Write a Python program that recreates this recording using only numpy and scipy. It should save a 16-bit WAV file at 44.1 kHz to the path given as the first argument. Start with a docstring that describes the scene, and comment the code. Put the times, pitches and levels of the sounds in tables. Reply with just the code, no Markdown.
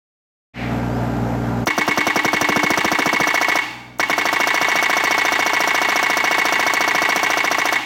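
"""A mini excavator's hydraulic breaker hammers a steel plate on concrete: two bursts, each speeding up
to 14 blows/s. Per blow: valve tick, tip snap, plate thud, crack, ringing housing and chisel.
The boom thumps and hums; a wall echoes the blows and the yard adds a tail.
Behind it a three-cylinder diesel runs, with an oil hiss and a squeak before the first burst.
Automatic gain control turns the engine down while the hammering lasts."""
import sys
import numpy as np
from scipy import signal
from scipy.fft import rfft, irfft, next_fast_len
from scipy.io import wavfile
from scipy.ndimage import uniform_filter1d, minimum_filter1d, map_coordinates

SR = 44100
rng = np.random.default_rng(int(sys.argv[2]) if len(sys.argv) > 2 else 0)


def write(x):
    x = np.atleast_2d(x).T
    wavfile.write(sys.argv[1], SR, np.round(np.clip(x, -1, 1) * 32767).astype(np.int16))


N = 346185

# diesel speed: t/s, firing rate/Hz
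FIRING_RATE = [(.5, 60.2), (.75, 59.3), (1.6, 59.3), (3.55, 59), (3.75, 61.3), (3.95, 61.6), (4.3, 59.3)]
# exhaust, block and pump tones: multiple of the three-cylinder cycle, level/dB
ENGINE_ORDERS = [(3, -33.5), (5, -47), (6, -25.5), (7, -40), (9, -32.5), (10, -38), (11, -35.5), (12, -29),
                 (13, -36), (14, -36.5), (15, -33.5), (20, -38), (22, -42), (30, -40), (50, -45.5),
                 (60, -47.5), (70, -46), (80, -46.5)]
# diesel clatter: f/Hz, relative level/dB
CLATTER_SPECTRUM = [(18, -40), (30, -27), (75, -20), (112, -2.5), (161, -6), (239, -3.5), (345, -9),
                    (780, -3.5), (1070, -16), (1390, -14.5), (3670, -32.5), (7470, -37), (9460, -49),
                    (12600, -40), (16000, -55)]
# oil through a valve: f/Hz, relative level/dB
HISS_SPECTRUM = [(300, -24), (1400, -4), (2100, 5), (3200, -9), (4500, -15), (9000, -36), (16000, -44)]
# yard reverberation: f/Hz, relative level/dB
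YARD_SPECTRUM = [(60, -37), (150, -20), (300, 4.5), (520, -12.5), (850, 5.5), (1400, -3.5), (2200, -4),
                 (2800, 0), (4000, -8), (6500, -14.5), (10000, -26.5), (16000, -27)]
# wall echo: f/Hz, relative level/dB
WALL_SPECTRUM = [(60, -59), (200, -8.5), (420, 6.5), (550, -7.5), (800, 7), (1100, 8.5), (1400, 1),
                 (1900, 5.5), (2700, 0), (4000, -4.5), (5000, -12.5), (8000, -14), (10000, -25),
                 (16000, -25)]
# boom hum: f/Hz, relative level/dB, t60/s
BOOM_MODES = [(304, 2.5, 0.42), (442, 8, 0.046), (697, 8, 0.069)]
# boom thump: f/Hz, relative level/dB
THUMP_SPECTRUM = [(30, -63), (60, -18), (110, -10), (170, -4), (240, -0.5), (430, -5), (650, -13),
                  (1500, -25.5), (4000, -67)]
# drive into the boom, heavy early in the first burst: t/s, relative level/dB
BOOM_DRIVE = [(1.67, 20), (2.65, 20.5), (3.21, 19), (3.27, 6), (4.15, 13), (4.55, 6), (5.8, 6.5),
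              (7.1, 8.5), (7.75, 5)]
# plate on the ground: f/Hz, relative level/dB, t60/s
PLATE_MODES = [(347, -30, 0.11), (457, -9.5, 0.11), (705, -2.5, 0.041), (718, 4.5, 0.056),
               (920, -36, 0.052), (968, 3, 0.078), (1109, 5, 0.033), (1210, -5.5, 0.11), (1570, -38, 0.013)]
# chisel and housing resonances: f/Hz, width/Hz, lift/dB
STEEL_RESONANCES = [(875, 190, 2.5), (1123, 66, 6.5), (1563, 74, 6), (1740, 60, 10), (1944, 103, 12.5),
                    (2206.7, 120, 18.5), (2782, 49, 8.5), (3620, 60, 7), (4480, 65, 9)]
# clear chisel tones: f/Hz, relative level/dB, t60/s
CHISEL_MODES = [(1925, -0.5, 0.072), (2214, 0.5, 0.11)]
# valve tick: f/Hz, relative level/dB
VALVE_SPECTRUM = [(300, -37), (2500, -10), (4500, -18), (5900, 5), (7500, -4), (10000, -6.5), (16000, -0.5)]
# tip biting the plate: f/Hz, relative level/dB
SNAP_SPECTRUM = [(1500, -22), (4000, -3), (6000, 3.5), (9500, -3.5), (12000, -15), (16000, 0)]
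# impact crack: f/Hz, relative level/dB
CRACK_SPECTRUM = [(60, -58), (160, -14.5), (300, 1), (600, -5.5), (1500, 2.5), (2200, -11.5), (2700, -5),
                  (3800, -9), (5000, -8), (5800, 0.5), (7000, -17.5), (10000, -23.5), (12000, -15.5),
                  (16000, -22)]
# housing ring: f/Hz, relative level/dB
RING_SPECTRUM = [(60, -24), (300, -41), (520, -24), (750, -3), (1400, -5.5), (2000, -7.5), (3400, -6),
                 (5000, -22.5), (5800, -11.5), (10000, -28), (16000, -26)]
# part of the sound that changes from blow to blow: f/Hz, power share
RANDOM_SHARE = [(300, 0.15), (2000, 0.19), (3200, 0.26), (6000, 0.95), (11000, 0.7)]
# piston speed, one curve per burst, first blow to release: t/s, blow rate/Hz
BURST_RATES = [
    [(1.6697, 8.713), (1.82, 10.045), (2.27, 11.559), (2.52, 13.837), (2.7, 14.068), (3.58, 14.108)],
    [(3.9962, 8.719), (4.2, 13.551), (4.3, 13.418), (4.43, 14.128), (5.2, 14.141), (6.4, 14.131),
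     (7.75, 14.166)],
]
# fade-in: t/s, gain
FADE_IN = [(.535, 0), (.58, 0.28), (.64, 0.65), (.74, 0.94)]

AGE_S = np.arange(SR) / SR  # time since a blow
IDLE_FIRING_HZ, REV_DB_PER_HZ = 59.3, 2
BOOM_SCATTER_DB, FORCE_SCATTER_DB, BITE_SCATTER_DB = 1.5, 0.58, 4.9
MAX_WIND_UP_S, WIND_UP_DB_PER_LN = 0.078, 6  # slow blows land harder
PLATE_SAG_PER_DB = 0.018  # share of pitch lost as force rises
FROM_REST_DB = 2.5  # a burst's first blow cracks harder
BAND_LIMIT_HZ = 15900


def amp(db):
    """Decibels to gain."""
    return 10 ** (np.asarray(db) / 20)


def unit_rms(x):
    """x scaled to rms 1."""
    return x / np.sqrt(np.mean(x ** 2) + 1e-20)


def at_hz(rows, hz):
    """(f/Hz, value) rows read on a log axis."""
    row_hz, values = np.transpose(rows)
    return np.interp(np.log(hz + 1), np.log(row_hz), values)


def curve(rows):
    """(t/s, value) rows, one value per sample."""
    return np.interp(np.arange(N) / SR, *np.transpose(rows))


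def wobble(rate_hz):
    """Smooth random curve through knots at rate_hz."""
    knots = rng.standard_normal(int(N * rate_hz / SR) + 4)
    return map_coordinates(knots, [np.arange(N) * rate_hz / SR])


def filtered(x, gain_at_hz):
    """Zero-phase filter."""
    size = next_fast_len(N + SR // 2)
    return irfft(rfft(x, size) * gain_at_hz(np.fft.rfftfreq(size, 1 / SR)), size)[:N]


def noise(spectrum):
    """Coloured noise, rms 1."""
    return unit_rms(filtered(rng.standard_normal(N), lambda hz: amp(at_hz(spectrum, hz))))


def convolve(x, response):
    """x through an impulse response."""
    return signal.fftconvolve(x, response)[:N]


def pulses(times_s, db):
    """One impulse per blow."""
    return np.bincount(np.round(times_s * SR).astype(int), amp(db), N)[:N]


def modes(table, t_s):
    """Damped sines with a common start."""
    return sum(amp(db - 60 * t_s / t60_s) * np.sin(2 * np.pi * hz * t_s) for hz, db, t60_s in table)


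def swell(delay_s, rise_s, hold_s, t60_s):
    """Rise-hold-decay envelope, energy 1."""
    t_s = AGE_S - delay_s
    shape = np.clip(t_s / rise_s, 0, 1) * amp(-60 * np.maximum(t_s - hold_s, 0) / t60_s)
    return shape / np.linalg.norm(shape)


def steel_response(spectrum, size=8192):
    """Minimum-phase response, energy 1: a broad colour lifted at the steel's resonances."""
    hz = np.fft.rfftfreq(size, 1 / SR)
    lift_db = sum(db / (1 + (2 * (hz - centre_hz) / width_hz) ** 2)
                  for centre_hz, width_hz, db in STEEL_RESONANCES)
    cepstrum = irfft(np.log(amp(at_hz(spectrum, hz) + lift_db)))[:size // 2]
    cepstrum[1:] *= 2
    response = irfft(np.exp(rfft(cepstrum, size)))
    return response / np.linalg.norm(response)


def wave_paths(envelope, passes=6, window_samples=90):
    """Dense cluster of arrivals under an envelope, with an even spectrum."""
    paths = rng.standard_normal(SR) * envelope
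    for _ in range(passes):
        white = irfft(np.exp(1j * np.angle(rfft(paths))))
        local_rms = np.sqrt(np.abs(uniform_filter1d(white * white, window_samples)) + 1e-14)
        paths = white * envelope / local_rms
    return paths


def radiate(blows, envelope, spectrum):
    """Every blow takes the same paths; mostly the treble is new each time."""
    repeated = convolve(blows, wave_paths(envelope))
    fresh = rng.standard_normal(N) * np.sqrt(np.abs(convolve(blows ** 2, envelope ** 2)))
    share = lambda hz: np.clip(at_hz(RANDOM_SHARE, hz), 0, 1)
    repeated = filtered(repeated, lambda hz: np.sqrt(1 - share(hz)))
    fresh = filtered(fresh, lambda hz: np.sqrt(share(hz)))
    return convolve(repeated + fresh, steel_response(spectrum))


def diesel():
    """Tones locked to the crankshaft; clatter swells at each firing. Louder when faster."""
    firing_hz = curve(FIRING_RATE)
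    firings = np.cumsum(firing_hz * (1 + 0.00267 * wobble(8))) / SR
    cycle_rad = 2 * np.pi * firings / 3
    tones = sum(amp(db + 0.66 * wobble(18)) * np.sin(round(k) * cycle_rad + rng.uniform(0, 2 * np.pi))
                for k, db in ENGINE_ORDERS)
    throb = amp(0.97 * np.cos(2 * np.pi * firings) + 0.46 * wobble(25.8))
    clatter = amp(-26) * unit_rms(throb * noise(CLATTER_SPECTRUM))
    return amp(REV_DB_PER_HZ * (firing_hz - IDLE_FIRING_HZ)) * (np.sqrt(2) * tones + clatter)


def hydraulics():
    """Oil hisses through a valve until the boom takes the load; a thin squeak rises."""
    hiss_db = curve([(.55, -21.5), (.63, -26.5), (.75, -39), (1, -52), (1.6, -64)])
    hiss = amp(hiss_db) * noise(HISS_SPECTRUM)
    squeak_hz = curve([(.9, 4550), (.94, 4800), (.975, 5350)]) * (1 + .012 * wobble(300))
    squeak_db = curve([(.86, -120), (.9, -54), (.96, -47), (.98, -56), (1.02, -120)])
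    return hiss + amp(squeak_db) * np.sin(2 * np.pi * np.cumsum(squeak_hz) / SR)


def yard(blows):
    """Long reverberant tail of the yard."""
    return amp(36) * radiate(blows, swell(.04, rise_s=.0082, hold_s=.042, t60_s=.82), YARD_SPECTRUM)


def wall_echo(blows, delay_s=.032):
    """A wall reflects each blow, the chisel tones clearest."""
    slap = radiate(blows, swell(delay_s, rise_s=.00067, hold_s=.0086, t60_s=.047), WALL_SPECTRUM)
    tones = modes(CHISEL_MODES, AGE_S) * (1 - np.exp(-AGE_S / .0055))
    delayed_tones = np.pad(tones, (round(delay_s * SR), 0))
    return amp(39.5) * slap + amp(6) * convolve(blows, delayed_tones)


def boom(times_s, drive_db):
    """Heavy blows shake the boom: a thump, then a hum."""
    heave = pulses(times_s, drive_db)
    thump = radiate(heave, swell(.00335, rise_s=.00156, hold_s=.013, t60_s=.043), THUMP_SPECTRUM)
    hum = convolve(heave, modes(BOOM_MODES, AGE_S) * (1 - np.exp(-AGE_S / .011)))
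    return amp(18) * thump + amp(-19) * hum


def plate(times_s, force_db, size=6000):
    """The plate shifts on the concrete, so its modes vary per thud; hard blows sound lower."""
    thuds = np.zeros(N + size)
    hz, db, t60_s = np.transpose(PLATE_MODES)
    for t_s, blow_db in zip(times_s, force_db):
        detune, level_change = rng.standard_normal((2, len(hz)))
        mode_hz = hz * (1 + .008 * detune - PLATE_SAG_PER_DB * blow_db)
        mode_db = db + blow_db + .8 * level_change
        thuds[round(t_s * SR):][:size] += modes(zip(mode_hz, mode_db, t60_s), AGE_S[:size])
    bass_cut = signal.butter(3, 300, 'high', fs=SR, output='sos')  # a small plate radiates little bass
    return signal.sosfilt(bass_cut, thuds[:N])


def strikes(times_s, blows):
    """A valve ticks, the piston lands: tip snap, plate thud, crack, housing ring, chisel ping."""
    wind_up_s = np.minimum(np.diff(times_s, prepend=0), MAX_WIND_UP_S)
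    force_db = WIND_UP_DB_PER_LN * np.log(wind_up_s / np.median(wind_up_s))
    from_rest = np.isin(times_s, [burst[0][0] for burst in BURST_RATES])
    ticks = pulses(times_s - .0112, force_db)
    bites = pulses(times_s, force_db + BITE_SCATTER_DB * rng.standard_normal(len(times_s)))
    impacts = pulses(times_s, FROM_REST_DB * from_rest)
    valve = radiate(ticks, swell(0, rise_s=.0011, hold_s=.004, t60_s=.034), VALVE_SPECTRUM)
    snap = radiate(bites, swell(.00085, rise_s=.00045, hold_s=.0011, t60_s=.016), SNAP_SPECTRUM)
    thud = plate(times_s, force_db)
    crack = radiate(impacts, swell(.00059, rise_s=.00084, hold_s=.0092, t60_s=.042), CRACK_SPECTRUM)
    ring = radiate(blows, swell(.011, rise_s=.00153, hold_s=.0099, t60_s=.0215), RING_SPECTRUM)
    chisel = modes(CHISEL_MODES, AGE_S) * swell(.012, rise_s=.0048, hold_s=.011, t60_s=.011)
    return (amp(14.5) * valve + amp(21) * snap + amp(9.5) * thud + amp(38.5) * crack
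            + amp(33.5) * ring + amp(48) * convolve(blows, chisel))


def blow_times_s(burst):
    """The piston strikes at once, then after each full stroke."""
    knots_s, rate_hz = np.transpose(burst)
    t_s = np.arange(knots_s[0], knots_s[-1], 1 / SR)
    strokes = np.cumsum(np.interp(t_s, knots_s, rate_hz)) / SR
    return np.interp(np.arange(np.ceil(strokes[-1])), strokes, t_s)


def breaker():
    """Piston blows of near-equal force, with boom, wall echo and yard tail."""
    times_s = np.concatenate([blow_times_s(burst) for burst in BURST_RATES])
    force_spread, boom_spread = rng.standard_normal((len(times_s), 2)).T
    blows = pulses(times_s, FORCE_SCATTER_DB * force_spread)
    drive_db = np.interp(times_s, *np.transpose(BOOM_DRIVE)) + BOOM_SCATTER_DB * boom_spread
    return strikes(times_s, blows) + boom(times_s, drive_db) + wall_echo(blows) + yard(blows)


def scene():
    """The machine from several metres away, mono."""
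    return (breaker() + diesel() + hydraulics())[None]


def gain_control(x, ceiling_db, window_s, hold_s):
    """Gain drops at once on loud sound and stays down for hold_s."""
    size, half_hold = int(window_s * SR), int(hold_s * SR) // 2
    rms = np.sqrt(np.abs(uniform_filter1d(x * x, size)) + 1e-12)
    needed_gain = np.minimum(1, amp(ceiling_db) / rms)
    held_gain = minimum_filter1d(needed_gain, 2 * half_hold + 1, origin=half_hold)
    return x * uniform_filter1d(held_gain, size // 2)


def record(dry):
    """Slow gain control, fast limiter, fade-in, band limit."""
    levelled = gain_control(dry[0], ceiling_db=-12.5, window_s=.049, hold_s=.64)
    limited = gain_control(levelled, ceiling_db=-11.5, window_s=.0024, hold_s=.017)
    faded = limited * np.clip(curve(FADE_IN), 0, 1)
    return filtered(faded, lambda hz: hz < BAND_LIMIT_HZ)[None]


dry = scene()
out = record(dry)
write(out)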